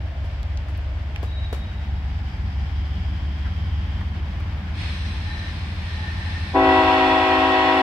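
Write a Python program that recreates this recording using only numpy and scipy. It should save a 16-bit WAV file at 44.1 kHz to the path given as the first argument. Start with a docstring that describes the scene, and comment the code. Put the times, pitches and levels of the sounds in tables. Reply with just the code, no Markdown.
"""Open ground by a railway, two closely spaced microphones, a diesel freight drawing near on the right.
At first the engines drone, the rails sing softly and feet crunch gravel close by; a far squeak at 1.2 s.
From 1.9 s the leading engine gathers speed and barks; a short clank and two dull knocks follow. At 4.7 s
flanges start to hiss on the rails, then the wheels squeal. At 6.5 s a five-chime air horn sounds, echoed
by the trees, and the gain control ducks the whole scene under it."""
import sys
import numpy as np
from scipy import signal
from scipy.fft import rfft, irfft
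from scipy.io import wavfile
from scipy.ndimage import uniform_filter1d, map_coordinates

SR = 44100
rng = np.random.default_rng(int(sys.argv[2]) if len(sys.argv) > 2 else 0)


def store_pcm(level_fs):
    """Save levels as 16-bit WAV."""
    pcm = np.round(np.clip(level_fs, -1, 1) * 32767).astype(np.int16)
    wavfile.write(sys.argv[1], SR, np.atleast_2d(pcm).T)


N = 344862
TIME, BINS = np.arange(N) / SR, np.fft.rfftfreq(N, 1 / SR)
SIDES = np.array([[.5], [-.5]])  # left microphone, right microphone
HORN_S = 6.532


def blast(valve_s=0.029, pressure_s=0.1, swell_db_per_s=4.5):
    """The horn valve opens: gives gain in dB, treble dB at 3 kHz and the share of pressure lacking."""
    age = since(HORN_S)
    shut = np.maximum(1 - age / valve_s, 0)
    slack = np.exp(-age / pressure_s)
    level_db = 5.5 + swell_db_per_s * age - 27 * shut ** 2
    treble_db = 2 - 17 * slack - 20 * shut
    return level_db, treble_db, slack


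# The horn's bells: pitch f/Hz, then relative level/dB of partials 1-10
HORN_BELLS = [(270.45, -26, -42, -29, -30, -32, -47.5, -35.5, -38.5, -45, -41),
              (321.2, -30.5, -28, -31, -35, -43, -38.5, -45.5, -49.5, -45, -57.5),
              (376.1, -27.5, -23.5, -44, -44, -38, -46, -40.5, -58, -45.5, -56),
              (486, -36.5, -27.5, -39.5, -32.5, -43.5, -42.5, -48.5, -72, -56, -67),
              (519.6, -37, -42, -42, -43, -50, -60, -56, -52.5, -64, -62)]
# Their brassy partials above the tenth: f/Hz, relative level/dB
HORN_OVERTONES = [(2850, -50), (3100, -57), (3430, -50), (3900, -63), (4300, -57.5), (4750, -68),
                  (5200, -66.5), (6300, -77.5), (8500, -85), (11000, -99)]
def horn(drift=0.00074, rattle=0.00397, start_sharp=0.027, slow_db_per_hz=0.0208):
    """Diaphragms chop air into five bells: sharp, rough and dull at first, in tune as pressure builds."""
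    on = TIME > HORN_S
    level_db, treble_db, slack = (curve[on] for curve in blast())
    chord, brass = np.zeros((2, N))
    for pitch_hz, *partials_db in HORN_BELLS:
        flutter = 1 + drift * wander(rate_hz=8.5)[on]
        flutter += rattle * (1 + 0.97 * slack) * wander(rate_hz=95)[on]
        turns = np.cumsum(pitch_hz * (1 + start_sharp * slack) * flutter) / SR
        # the higher bells stand out while the pressure builds
        bell_db = level_db + slow_db_per_hz * (pitch_hz - HORN_BELLS[0][0]) * slack
        for k in range(1, int(HORN_OVERTONES[-1][0] / pitch_hz)):
            hz = k * pitch_hz
            db = partials_db[k - 1] if k <= len(partials_db) else read(HORN_OVERTONES, hz)
            gain = amp(db + bell_db + treble_db * hz / 3000)
            part = chord if hz < 1400 else brass
            part[on] += np.sqrt(2) * gain * np.sin(2 * np.pi * (k * turns + rng.random()))
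    return steepen(chord) + brass  # the low partials carry nearly all the pressure


def steepen(x, lead_s=0.000056):
    """In very loud sound crests outrun troughs, adding a rasp of sum and difference tones."""
    return map_coordinates(x, [np.arange(N) + lead_s * SR * x], order=3, mode="mirror")


# Air rushing through the bells: f/Hz, relative level/dB
AIR_SPECTRUM = [(200, -21), (300, -8), (440, -22), (600, -5), (850, 0), (1100, 7.5), (1350, -3.5),
                (1900, -2.5), (2800, -1), (3500, -1.5), (4200, -13), (5100, -14.5), (6500, -29),
                (8600, -28.5), (11000, -43), (15800, -56)]
def air_rush(build_s=0.18):
    """Diffuse hiss of the air that drives the horn, building more slowly than the chord."""
    build = 1 - np.exp(-since(HORN_S) / build_s)
    return build * amp(blast()[0] - 28.5) * noise(amp(read(AIR_SPECTRUM, BINS)))


# Echoes, shifted in pitch because the horn moves: delay t/s, pitch factor, level/dB
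HORN_ECHOES = [(.045, 0.91, -30), (.11, .9895, -15.5), (.17, 1.009, -42)]
# Reverberation among the trees: f/Hz, t/s to fall 60 dB
TREE_DECAY = [(250, 1.4), (1000, 2.2), (4000, 2.3), (10000, 0.33)]
def among_trees(x, bass_db=-16, treble_db=-3, crossover_hz=1800):
    """The horn reaches the microphones direct, as echoes, and as mostly treble scatter off the trees."""
    heard = amp(-1.5) * from_right(x)
    for delay, shift, db in HORN_ECHOES:
        mic_lag = rng.uniform(-0.00046, 0.00022) * SIDES  # each echo has its own direction
        heard += amp(db) * np.interp(HORN_S + (TIME - delay - HORN_S + mic_lag) * shift, TIME, x)
    hz, t, white = signal.stft(rng.standard_normal((2, SR)), SR, nperseg=256)
    decay = amp(-60 * t / read(TREE_DECAY, hz)[:, None])
    tail = rfft(signal.istft(white * decay, SR, nperseg=256)[1], SR)
    tail /= np.sqrt(np.mean(abs(tail[:, 300:3000]) ** 2))  # unit gain over 300-3000 Hz
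    bass = 1 / (1 + (np.fft.rfftfreq(SR, 1 / SR) / crossover_hz) ** 4)
    tail = diffuse(tail * (amp(bass_db) * bass + amp(treble_db) * (1 - bass)), size=SR)
    return heard + signal.fftconvolve(x[None], tail, axes=1)[:, :N]


# Lines from the leading diesel's unequal cylinders: {multiple of crankshaft speed: relative level/dB}
CRANK_ORDERS = {6: -23, 8: -24, 9: -8, 10: -24, 11: -12, 12: 0, 13: -22, 14: -16, 15: -10, 17: -18, 20: -22,
                21: -20, 24: -18}
# Its exhaust bark: f/Hz, relative level/dB
BARK_SPECTRUM = [(90, -18), (110, -2), (145, -3.5), (200, 0.5), (240, -12), (330, -16.5), (450, -40)]
# The trailing engine at steady speed: f/Hz, level/dB
TRAILING_DRONE = [(41.6, -53.5), (52.3, -61), (91.8, -35), (107, -49)]
# Dull rumble under both: f/Hz, relative level/dB
RUMBLE_SPECTRUM = [(10, -30), (24, -13), (38, 8.5), (55, 12), (80, 6), (115, -5.5), (200, -3), (300, -11.5),
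                   (450, -49.5)]
def engines(cylinders=12, firing_hz=70.1, rise_hz=11.5, throttle_s=1.9, speed_up_s=3.25):
    """The leading diesel is throttled up once and barks as it takes load; the trailing one drones."""
    gained_hz = rise_hz * (1 - np.exp(-(since(throttle_s) / speed_up_s) ** 2))
    crank_hz = (firing_hz + gained_hz) / cylinders
    unloaded = 1 - 1 / (1 + np.exp((1.96 - TIME) / 0.41))  # half load at 1.96 s
    body = sum(amp(db) * tone(k * crank_hz, waver=0.18) for k, db in CRANK_ORDERS.items())
    bark = sum(amp(read(BARK_SPECTRUM, k * crank_hz)) * tone(k * crank_hz, waver=0.67)
               for k in range(16, 56))
    drone = sum(amp(db) * tone(hz, waver=0.21) for hz, db in TRAILING_DRONE)
    rumble = amp(-36) * noise(amp(read(RUMBLE_SPECTRUM, BINS)))
    boom = amp(-25.5 - 0.56 * gained_hz) * body  # weakens as the firing leaves the exhaust resonance
    return amp(-3 * unloaded) * (boom + rumble) + amp(-39.5 - 9 * unloaded) * unit(bark) + drone


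# Wheel flanges rubbing the rail: f/Hz, relative level/dB
FLANGE_SPECTRUM = [(700, -19), (1400, -6), (2000, 1.5), (3300, -2), (4200, -2), (4550, -8), (5000, -5.5),
                   (6200, -19), (7600, -26), (8600, -19), (9800, -27), (11000, -36), (15800, -50)]
def flanges(start_s=4.725, attack_s=0.11, bite_s=0.28, nearing_db_per_s=1.87):
    """Flanges bite the rail, then rub louder as they near: part direct from the right, part scattered."""
    colour, age = amp(read(FLANGE_SPECTRUM, BINS)), since(start_s)
    direct = from_right(noise(colour)[0])
    hiss = unit(noise(colour) + 1.1 * direct)
    level_db = -43.3 + nearing_db_per_s * age + 9.5 * np.exp(-(age / bite_s) ** 2)
    return np.minimum(age / attack_s, 1) * amp(level_db + .5 * wander(rate_hz=2.9)) * hiss


# Modes of a rubbed wheel: f/Hz, width f/Hz, level/dB
WHEEL_MODES = [(850, 8.6, -49.5), (1574, 25, -55.5), (1814, 44, -42), (3970, 27, -50.5), (5750, 55, -63.5),
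               (8320, 90, -76)]
# Squeals, each darker than the last: peak t/s, half length t/s, relative level/dB, tilt/(dB per octave)
SQUEAL_SWELLS = [(5.06, .14, -8.5, 8), (5.39, .125, .5, 1.5), (6.22, .32, 1.2, -1)]
def wheel_squeal(pivot_hz=1815, uneven_db=0.7):
    """Each swell of friction rings all the modes of a wheel, unevenly."""
    squeal = np.zeros((2, N))
    for hz, width_hz, mode_db in WHEEL_MODES:
        octaves = np.log2(hz / pivot_hz)
        friction = sum(amp(db + tilt * octaves) * swell(s, half) for s, half, db, tilt in SQUEAL_SWELLS)
        squeal += friction * amp(mode_db + uneven_db * wander(rate_hz=5.6)) * ringing(hz, width_hz)
    return squeal


# Feet shifting on gravel: t/s, level/dB, thud f/Hz
FOOTSTEPS = [(.243, -38, 420), (.684, -36, 750), (1.23, -29, 480), (1.528, -23.5, 290)]
def gravel():
    """Close to the microphones, a little left, each step is a dull thud and a crunch."""
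    thuds = sum(burst(s, db, hz, t60=0.03, octaves=1.3, pan_db=3.5, dull_hz=2500)
                for s, db, hz in FOOTSTEPS)
    crunches = sum(burst(s, db - 13.5, centre_hz=450, t60=0.25, octaves=2.4, pan_db=6.5)
                   for s, db, _ in FOOTSTEPS)
    return diffuse(rfft(thuds + crunches), size=N)


# Clicks, a tick, a clank and knocks: t/s, level/dB, centre f/Hz, t/s to fall 60 dB
SHORT_HITS = [(.431, -42.5, 3800, .02), (.574, -36, 4300, .011), (.776, -49, 12000, .012),
              (1.161, -24.5, 2500, .011), (3.455, -38, 1500, .18), (4.011, -30, 1250, .023),
              (4.404, -35.5, 1100, .046)]
def clicks_and_knocks():
    """Near stone clicks and a faint, very high tick; later a clank and two knocks, maybe far couplers."""
    hits = sum(burst(s, db, hz, t60, octaves=0.65, pan_db=0.5, dull_hz=2 * hz)
               for s, db, hz, t60 in SHORT_HITS)
    return diffuse(rfft(hits), size=N)


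def burst(s, db, centre_hz, t60, octaves, pan_db, grain_db=2.5, dull_hz=11000):
    """A short, grainy band of noise that starts at s seconds and dies away."""
    track, t = np.zeros((2, N)), np.arange(SR // 4) / SR
    hz = np.fft.rfftfreq(len(t), 1 / SR) + 1
    grains = rng.standard_normal((2, len(t))) * amp(grain_db * rng.exponential(1, len(t)))
    colour = (1 + (np.log2(hz / centre_hz) / octaves) ** 2) ** -1.5 / np.hypot(1, hz / dull_hz)
    grit = unit(irfft(rfft(grains) * colour, len(t)))
    track[:, round(s * SR):][:, :len(t)] = grit * amp(db + pan_db * SIDES - 60 * t / t60)
    return track


# Rolling cars and cooling fans, far down the line: f/Hz, relative level/dB
ROLLING_SPECTRUM = [(180, -30), (300, -2), (454, -11.5), (825, -5.5), (1250, -10), (1710, -7), (2270, -9),
                    (2680, -12.5), (3110, -11.5), (4190, -20.5), (4950, -19.5), (6780, -34.5), (8550, -39),
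                    (10600, -52), (15800, -48)]
def rolling_cars(nearing_db_per_s=0.606, split_hz=2000):
    """The train's wash grows as it nears; moving air sways its lower and upper parts separately."""
    wash = noise(amp(read(ROLLING_SPECTRUM, BINS)))
    top = irfft(rfft(wash) * BINS ** 2 / (BINS ** 2 + split_hz ** 2), N)
    swayed = (wash - top) * amp(0.18 * wander(rate_hz=21)) + top * amp(wander(rate_hz=17))
    return amp(-44.5 + nearing_db_per_s * TIME) * swayed


# Notes in the rails: peak t/s, half length t/s, f/Hz, width f/Hz, level/dB
RAIL_SONG = [(.3, 1.5, 646, 131, -50), (2, 2.1, 7300, 90, -78.5), (2.4, 0.46, 795, 80, -52),
             (3, 1, 5000, 400, -60), (3.403, 0.76, 3170, 180, -52), (4.806, 1.5, 1040, 111, -55.5)]
def singing_rails():
    """The steel rings ahead of the train in broad, soft, overlapping notes."""
    return sum(amp(db) * swell(s, half) * ringing(hz, width) for s, half, hz, width, db in RAIL_SONG)


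def distant_squeak(start_s=1.19, rise_s=0.18, fade_db_per_s=30, flutter_db=3):
    """One thin, far-off line swells, flutters and fades, sinking a little in pitch."""
    age = since(start_s)
    hz = 3790 + 70 * np.exp(-age / .22)
    level_db = -45 - fade_db_per_s * since(start_s + rise_s) + flutter_db * wander(rate_hz=23)
    gain = np.minimum(age / rise_s, 1) ** 2 * amp(level_db)
    return gain * np.array([tone(hz * (1 + 0.007 * wander(rate_hz=87)), waver=.1) for _ in range(2)])


def from_right(x, lag_s=.00116, above_hz=1350):
    """A source on the right: the bass alike at both microphones, the treble late on the left."""
    hz = np.fft.rfftfreq(2 * N, 1 / SR)
    bass = 1 / (1 + (hz / above_hz) ** 40)
    left = irfft(rfft(x, 2 * N) * (bass + (1 - bass) * np.exp(-2j * np.pi * hz * lag_s)))
    return np.array([left[:N], x])


# Diffuse sound at the microphone pair: f/Hz, left-right correlation
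MIC_COHERENCE = [(130, 0.98), (290, 0.97), (640, 0.8), (1400, 0.019), (3000, 0.16), (8000, -0.11),
                 (15000, 0.13)]
def diffuse(spectra, size):
    """Two unrelated spectra become channels alike in the bass, as at two close microphones."""
    a, b = spectra
    same = read(MIC_COHERENCE, np.fft.rfftfreq(size, 1 / SR))
    return irfft(np.array([a, same * a + np.sqrt(1 - same ** 2) * b]), size)


def noise(gain):
    """Diffuse stereo noise of rms 1, shaped by a gain for each frequency."""
    a, b = rng.standard_normal((2, 2, len(BINS)))
    return unit(diffuse((a + 1j * b) * gain, size=N))


def ringing(hz, width_hz):
    """One steel resonance excited by friction."""
    return noise(1 / (1 + ((BINS - hz) / width_hz) ** 2))


def tone(hz, waver):
    """A sine on a pitch curve, wavering in strength."""
    turns = np.cumsum(hz * np.ones(N)) / SR + rng.random()
    return np.sqrt(2) * np.sin(2 * np.pi * turns) * (1 + waver * wander(rate_hz=3.35))


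def wander(rate_hz):
    """A smooth random curve of rms 1, moving at up to about the given rate."""
    hz = BINS[:4000]
    a, b = rng.standard_normal((2, len(hz)))
    return unit(irfft((a + 1j * b) * (hz > 0) / (1 + (hz / rate_hz) ** 4), N))


def swell(peak_s, half_s):
    """A smooth, flat-topped rise and fall."""
    return np.exp(-.5 * ((TIME - peak_s) / half_s) ** 4)


def since(s):
    """Seconds gone since a moment, zero before it."""
    return np.maximum(TIME - s, 0)


def read(points, hz):
    """Interpolates a table on a log-frequency axis."""
    f, value = np.transpose(points)
    return np.interp(np.log(hz + 1), np.log(f), value)


def amp(db):
    """Decibels to gain."""
    return 10 ** (np.asarray(db) / 20)


def unit(x):
    """Scales to rms 1."""
    return x / np.sqrt(np.mean(x ** 2) + 1e-20)


# Left microphone over right: f/Hz, level/dB
MIC_BALANCE = [(100, 0.4), (300, 0), (600, 3), (1100, 4.5), (2000, -0.5), (4000, 1.5), (8000, -2),
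               (12000, -4)]
# Left microphone ahead of right: f/Hz, phase/rad
MIC_PHASE = [(200, -0.14), (800, -0.28), (1100, 0.19), (2000, -0.78), (4000, -0.12), (8000, -0.88)]
def scene():
    """Everything heard at the trackside, coloured a little differently at each microphone."""
    mix = engines() + rolling_cars() + flanges() + singing_rails() + wheel_squeal() + distant_squeak()
    mix += gravel() + clicks_and_knocks() + among_trees(horn()) + air_rush()
    mix *= signal.windows.tukey(N, .0015)
    hz = np.fft.rfftfreq(2 * N, 1 / SR)
    mics = amp(read(MIC_BALANCE, hz) * SIDES) * np.exp(1j * read(MIC_PHASE, hz) * SIDES)
    return irfft(rfft(mix, 2 * N) * mics)[:, :N]


def record(dry, threshold_db=-20, squeeze=0.83, settle_s=0.32, edge_hz=15850):
    """A slow gain control turns everything down under the loud horn; a low-pass limits the band."""
    power_db = 10 * np.log10(abs(uniform_filter1d((dry ** 2).mean(0), size=2000)) + 1e-12)
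    hold = np.exp(-1 / (settle_s * SR))
    duck_db = signal.lfilter([1 - hold], [1, -hold], squeeze * np.maximum(power_db - threshold_db, 0))
    low_pass = signal.firwin(511, edge_hz, window=("kaiser", 9), fs=SR)
    return signal.oaconvolve(dry * amp(-duck_db), low_pass[None], "same")


dry = scene()
out = record(dry)
store_pcm(out)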